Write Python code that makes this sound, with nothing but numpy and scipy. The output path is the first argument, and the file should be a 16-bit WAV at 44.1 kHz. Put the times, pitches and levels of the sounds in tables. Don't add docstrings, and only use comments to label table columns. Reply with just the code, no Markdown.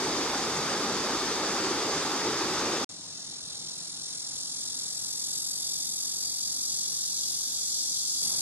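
import sys
import numpy as np
from scipy import signal
from scipy.io import wavfile
from scipy.ndimage import uniform_filter1d

SR = 44100
rng = np.random.default_rng(int(sys.argv[2]) if len(sys.argv) > 2 else 0)


def to_wav(sig):
    pcm = np.clip(np.atleast_2d(sig), -1, 1) * 32767
    pcm = np.round(pcm).astype(np.int16)
    wavfile.write(sys.argv[1], SR, pcm.T)


def attenuation_scalar(level_db):
    decades = np.asarray(level_db, float) / 20
    return 10 ** decades


N = 370868
WEIR_END_S, LOT_START_S = 2.8452, 2.8917
CLOSER_S = 8.215

# (pitch [Hz], level [dB])
WEIR_SHARED = [(18, -54), (30, -74), (69, -18), (369, 2.5), (639, -7.5), (852, -6), (1230, -6), (2990, -15),
               (3590, -15), (4090, -14.5), (4780, -12.5), (6370, -13), (9680, -26.5), (12600, -36),
               (15500, -44)]
# (pitch [Hz], level [dB])
WEIR_APART = [(59, -76), (100, -48), (159, -38), (447, -14.5), (791, -15.5), (1180, -9.5), (3250, -14),
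              (3690, -5.5), (4280, -8.5), (4750, -2), (7410, -8.5), (13900, -36), (15500, -40)]
# (pitch [Hz], width [Hz], boost [dB])
WEIR_RINGS = [(380, 200, 0.5), (843, 154, 3), (1200, 280, 2.5), (3600, 530, 4.5), (4690, 390, 4.5)]
WEIR_APART_DB, FLOW_DB = -5.5, -29
THROB_HZ, THROB_DB = 53, -60

# (pitch [Hz], level [dB])
HUM = [(18, -64), (30, -50), (64, -9.5), (162, -0.5), (200, -8), (276, -5), (498, -9), (914, -11.5),
       (1390, -12.5), (1810, -16), (2800, -17.5), (3640, -36), (6160, -120)]
# (pitch [Hz], difference over sum [dB])
HUM_APART = [(100, -38), (300, -26), (700, -13), (1300, -8), (2500, -5)]
# (pitch [Hz], width [Hz], boost [dB])
HUM_RINGS = [(160, 52, 3.5), (270.7, 35, 7), (807, 260, 3)]
# (pitch [Hz], width [Hz], level [dB])
MOANS = [
    (100, 25, -15),
    (170, 22, -14),
    (272, 20, -14),
]
HUM_DB, HUM_FADE_DB_PER_S, HUM_CLOSER_DB, CLOSER_BODY_DB = -55, -0.45, -53, 2.5

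# (time [s], rate [pulls per s])
PULLS = [
    (2.9, 42.54),
    (4.1, 43.21),
    (4.9, 44.4),
    (6.9, 44.79),
    (7.3, 45.14),
]
# (place in the pull [0-1], ring pitch [Hz], level [dB])
RIBS = [(.5, 6200, -4), (.575, 9500, -3), (.6, 5800, 0), (.63, 8800, -3), (.675, 6000, 2), (.7, 4200, -3),
        (.775, 6900, -1), (.78, 10200, -3), (.83, 5700, 1), (.87, 4400, -5), (.95, 7800, -2),
        (.92, 5800, -2), (1.0, 10800, -3), (1.015, 5900, 2), (1.05, 4000, -3), (1.14, 8500, -3),
        (1.16, 4700, -6)]
# (pitch [Hz], level [dB])
SONG = [(2400, -26.5), (3000, -16.5), (3600, -3), (4600, -2.5), (5800, -0.5), (7000, -2.5), (8000, -6.5),
        (9200, -9), (11300, -15), (13000, -15.5), (14300, -25), (16000, -50)]
# (time [s], near singer's effort [dB], far chorus level [dB])
SWELL = [
    (2.89, -45, -45),
    (3.5, -41, -46),
    (4.5, -37, -41.5),
    (5.5, -33.5, -42.2),
    (6.8, -33.5, -37),
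    (7.5, -34, -33),
    (8.21, -34, -32),
    (8.22, -29, -34.5),
    (8.41, -30.5, -34.5),
]
# (pitch [Hz], width [Hz], boost [dB])
SLACK_BELLY = [(4000, 37, -1), (4320, 270, 2.8), (5280, 770, 2.7), (5480, 140, 4), (6160, 35, 2.1),
               (6900, 110, 5), (7210, 100, 6.5), (7620, 180, 6), (8250, 240, 5.5), (8720, 181, 8.3),
               (9020, 240, 7.7), (9860, 800, 8.2), (10530, 300, 5.5), (10810, 340, 7.5)]
# (pitch [Hz], width [Hz], boost [dB])
TAUT_BELLY = [(3570, 170, 6.9), (3900, 61, 1.7), (4685, 270, 9.3), (5200, 75, 4.1), (5440, 220, 4.8),
              (6940, 55, 3.2), (7200, 90, 3), (7800, 100, 3), (7800, 530, 5.4), (9000, 1000, 5.2),
              (10200, 330, 3.7), (11060, 650, 10), (10600, 351, 2), (11360, 180, 6.4)]
# (pitch [Hz], width [Hz], boost [dB])
TREES = [(3420, 295, 3.9), (4650, 150, 3.4), (4730, 390, 4.4), (5190, 92, 4.7), (5860, 190, 4.2),
         (6820, 100, 3.3), (7280, 200, 3.3), (7840, 270, 5.1), (8300, 150, 4.8), (8800, 720, 3.3),
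         (9900, 760, 5.4), (10720, 200, 4.5), (11240, 970, 7.9)]
TAUT_FROM_DB, TAUT_SPAN_DB = -38, 4.5
TREES_FROM_DB, TREES_SPAN_DB = -43, 6.5
FULL_EFFORT_DB = -33.5
TREBLE_DB_PER_OCTAVE, TREBLE_PER_EFFORT = -8, 0.28
DRONE_DB, DRONE_PER_EFFORT, DRONE_TOP_DB = -6, -1.13, 2.5
NEAREST_LAG_US, PAN_US_PER_S, FACING_S = 77.5, 8.2, 7.02

CEILING_HZ, CREEP_HZ_PER_S, OPEN_HZ, CLOSER_HZ = 11580, 260, 2050, 12500
OPEN_S, OPEN_SPAN_S = 4.7, 1.6
MASKED_LOW_HZ, MASKED_HIGH_HZ = 1950, 3250
FAINT_HZ = 12300

FRAME, HOP = 1024, 256
HZ = np.fft.rfftfreq(FRAME, 1 / SR)[:, None]
T = np.arange(N // HOP + 6) * HOP / SR


def evened(x):
    return x / np.sqrt(np.mean(abs(x) ** 2) + 1e-20)


def read(points, hz=HZ):
    f, value = np.transpose(points)
    return np.interp(np.log(hz + 1), np.log(f + 1), value)


def follow(rows, t=T):
    s, *columns = np.transpose(rows)
    return [np.interp(t, s, c) for c in columns]


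def bumps(peaks):
    return sum(db / (1 + (2 * (HZ - hz) / width) ** 4) for hz, width, db in peaks)


def patches(wide, long):
    field = rng.standard_normal((len(T), len(HZ))).T
    field = uniform_filter1d(field, wide, 0)
    return evened(uniform_filter1d(field, long, 1))


def wave(z):
    return signal.istft(z, nperseg=FRAME, noverlap=FRAME - HOP)[1][..., :N]


def diffuse(sum_db, apart_db, lean):
    a, b, c, d = rng.standard_normal((len(T), len(HZ), 4)).T
    shared = a + 1j * b
    separate = c + 1j * d
    both = shared * attenuation_scalar(sum_db)
    apart = (1j * lean * shared + np.sqrt(1 - lean ** 2) * separate) * attenuation_scalar(apart_db)
    return wave(np.array([both + apart, both - apart]))


def weir(churn_db=0.9, surge_db=0.34, splash_db=0.8, gurgle_db=1.7):
    field_db = churn_db * patches(wide=7, long=9)
    field_db += surge_db * patches(wide=200, long=20)
    field_db += splash_db * patches(wide=150, long=2) * np.clip(HZ / 9000, 0, 1)
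    field_db += gurgle_db * patches(wide=3, long=16) / (1 + (HZ / 700) ** 4)
    sum_db = read(WEIR_SHARED) + bumps(WEIR_RINGS) + field_db
    apart_db = read(WEIR_APART) + WEIR_APART_DB + field_db
    return evened(diffuse(sum_db, apart_db, lean=0.45)) * attenuation_scalar(FLOW_DB)


def throb():
    t = np.arange(N) / SR
    loud_sway, pitch_sway = [np.interp(t, T, evened(uniform_filter1d(c, 30)))
                             for c in rng.standard_normal((2, len(T)))]
    turns = np.cumsum(THROB_HZ + 2.7 * pitch_sway) / SR
    return attenuation_scalar(THROB_DB + 3.8 * loud_sway) * np.sin(2 * np.pi * turns)


def hum(drift_db=1.1):
    t = np.arange(N) / SR
    sum_db = read(HUM) + bumps(HUM_RINGS) + drift_db * patches(wide=9, long=12)
    sum_db += CLOSER_BODY_DB * (T > CLOSER_S) / (1 + np.log2(HZ / 650 + .01) ** 4)
    low = evened(diffuse(sum_db, sum_db + read(HUM_APART), lean=0.22))
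    for hz, width_hz, db in MOANS:
        a, b = uniform_filter1d(rng.standard_normal((2, N)), size=round(SR / width_hz), axis=1)
        moan = ((a + 1j * b) * np.exp(2j * np.pi * hz * t)).real
        low += attenuation_scalar(db) * evened(moan)
    fading_db = HUM_DB + HUM_FADE_DB_PER_S * (t - LOT_START_S)
    return low * attenuation_scalar(np.where(t < CLOSER_S, fading_db, HUM_CLOSER_DB))


def tymbal(pull_slip_s=.0001, rib_slip_s=.00003, spread_db=-0.5, rasp_db=-1, ring_s=.0006):
    t = np.arange(N) / SR
    turns = np.cumsum(follow(PULLS, t)[0]) / SR
    turns -= turns[round(2.9 * SR)]
    place, hz, db = np.transpose(RIBS)
    pull = np.arange(-2, turns[-1] - .6)[:, None]
    luck = rng.standard_normal((len(pull), 3, len(RIBS)))
    at = np.interp(pull + place, turns, t)
    at = at + pull_slip_s * luck[:, 0, :1] + rib_slip_s * luck[:, 1]
    index = np.floor(at * SR).astype(int)[..., None] + np.arange(160)
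    age = np.maximum(index / SR - at[..., None], 0)
    ring = age * np.exp(-2 * age / ring_s) * np.sin(2 * np.pi * hz[:, None] * age)
    ring = attenuation_scalar(db + spread_db * luck[:, 2])[..., None] * ring
    clicks = np.bincount(index.ravel(), ring.ravel(), N)[:N]
    resting = np.exp(3.0 * (np.cos(2 * np.pi * (turns - .32)) - 1))
    rasp = attenuation_scalar(rasp_db - 6.5 * resting) * rng.standard_normal(N)
    return attenuation_scalar(-6) * evened(clicks) + rasp


def leaves(x, t60=0.11):
    age = np.arange(8000) / SR
    signs = rng.choice([-1., 1.], (2, 8000))
    hits = rng.random((2, 8000)) < .05
    taps = signs * hits * attenuation_scalar(-60 * age / t60) * (age > .002)
    return signal.oaconvolve(x[None], taps / np.linalg.norm(taps[0]), axes=1)[:, :N]


def song_db():
    effort_db, chorus_db = follow(SWELL)
    over_db = effort_db - FULL_EFFORT_DB
    treble = TREBLE_DB_PER_OCTAVE + TREBLE_PER_EFFORT * over_db
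    drone_db = np.clip(DRONE_DB + DRONE_PER_EFFORT * over_db, DRONE_DB, DRONE_TOP_DB)
    colour = read(SONG) + treble * np.log2(np.maximum(HZ / 7500, 1))
    colour = colour + drone_db / (1 + (HZ / 4800) ** 8)
    taut = np.clip((effort_db - TAUT_FROM_DB) / TAUT_SPAN_DB, 0, 1)
    trees = np.clip((chorus_db - TREES_FROM_DB) / TREES_SPAN_DB, 0, 1)
    belly = (1 - taut) * bumps(SLACK_BELLY) + taut * bumps(TAUT_BELLY)
    colour += (1 - trees) * belly + trees * bumps(TREES)
    return colour - 10 * np.log10(np.sum(attenuation_scalar(2 * colour), 0))


def cicadas(echo_db=-13, chorus_apart_db=3.0, shimmer_db=0.76, breeze_db=0.55):
    colour = song_db() + shimmer_db * patches(wide=5, long=60) + breeze_db * patches(wide=120, long=22)
    effort_db, chorus_db = follow(SWELL)
    song = tymbal()
    direct, *echo = signal.stft([song, *leaves(song)], nperseg=FRAME, noverlap=FRAME - HOP)[2]
    frames = direct.shape[1]
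    late_us = NEAREST_LAG_US + PAN_US_PER_S * abs(T - FACING_S)
    lag = 2 * np.pi * HZ * late_us / 1e6 + .35 / (1 + (HZ / 6500) ** 4)
    z = np.array([direct * np.exp(-1j * lag[:, :frames]), direct]) + attenuation_scalar(echo_db) * np.array(echo)
    heard = abs(z[..., round(LOT_START_S * SR / HOP):]) ** 2
    flat = z / np.sqrt(uniform_filter1d(heard.mean((0, 2)), size=9))[:, None]
    near = wave(flat * attenuation_scalar(colour)[:, :frames])
    apart_db = chorus_apart_db - 4 * np.log2(HZ / 5500 + .01) ** 2 / (1 + HZ / 9000)
    far = diffuse(colour, colour + apart_db, lean=-.3)
    t = np.arange(N) / SR
    near = evened(near) * attenuation_scalar(np.interp(t, T, effort_db))
    return near + evened(far) * attenuation_scalar(np.interp(t, T, chorus_db))


def thin_out(x, hole_db=-1.9, ragged_hz=200):
    z = signal.stft([x[0] + x[1], x[0] - x[1]], nperseg=FRAME, noverlap=FRAME - HOP)[2]
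    t = T[:z.shape[2]]
    in_lot = t > LOT_START_S
    patch = uniform_filter1d(abs(z) ** 2, size=2, axis=1)
    patch = uniform_filter1d(patch, size=6, axis=2)
    weak = patch < attenuation_scalar(2 * hole_db) * uniform_filter1d(patch * in_lot, size=60, axis=2)
    masked = (HZ > MASKED_LOW_HZ) & (HZ < MASKED_HIGH_HZ)
    drop = weak & (masked | (HZ > FAINT_HZ))
    steps = np.repeat(rng.standard_normal(len(t)), 8)[:len(t)]
    ceiling_hz = CEILING_HZ + CREEP_HZ_PER_S * (t - LOT_START_S)
    ceiling_hz += OPEN_HZ * np.clip((t - OPEN_S) / OPEN_SPAN_S, 0, 1)
    drop[0] |= HZ > np.where(t < CLOSER_S, ceiling_hz + ragged_hz * steps, CLOSER_HZ)
    both, apart = wave(z * ~(drop & in_lot))
    return np.array([both + apart, both - apart]) / 2


def scene():
    t = np.arange(N) / SR
    river = weir() + throb()
    lot = hum() + cicadas() * attenuation_scalar([[.5], [-.5]])
    return river * (t < WEIR_END_S) + lot * (t >= LOT_START_S)


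def band_limit(x):
    return signal.sosfilt(signal.butter(12, 15760, fs=SR, output="sos"), x)


def record(dry):
    bass_cut = signal.butter(3, 52, "highpass", fs=SR, output="sos")
    thinned = thin_out(signal.sosfilt(bass_cut, dry))
    middle_s = (WEIR_END_S + LOT_START_S) / 2
    gap = np.abs(np.arange(N) / SR - middle_s) < (LOT_START_S - WEIR_END_S) / 2
    return band_limit(thinned * ~gap)


dry = scene()
out = record(dry)
to_wav(out)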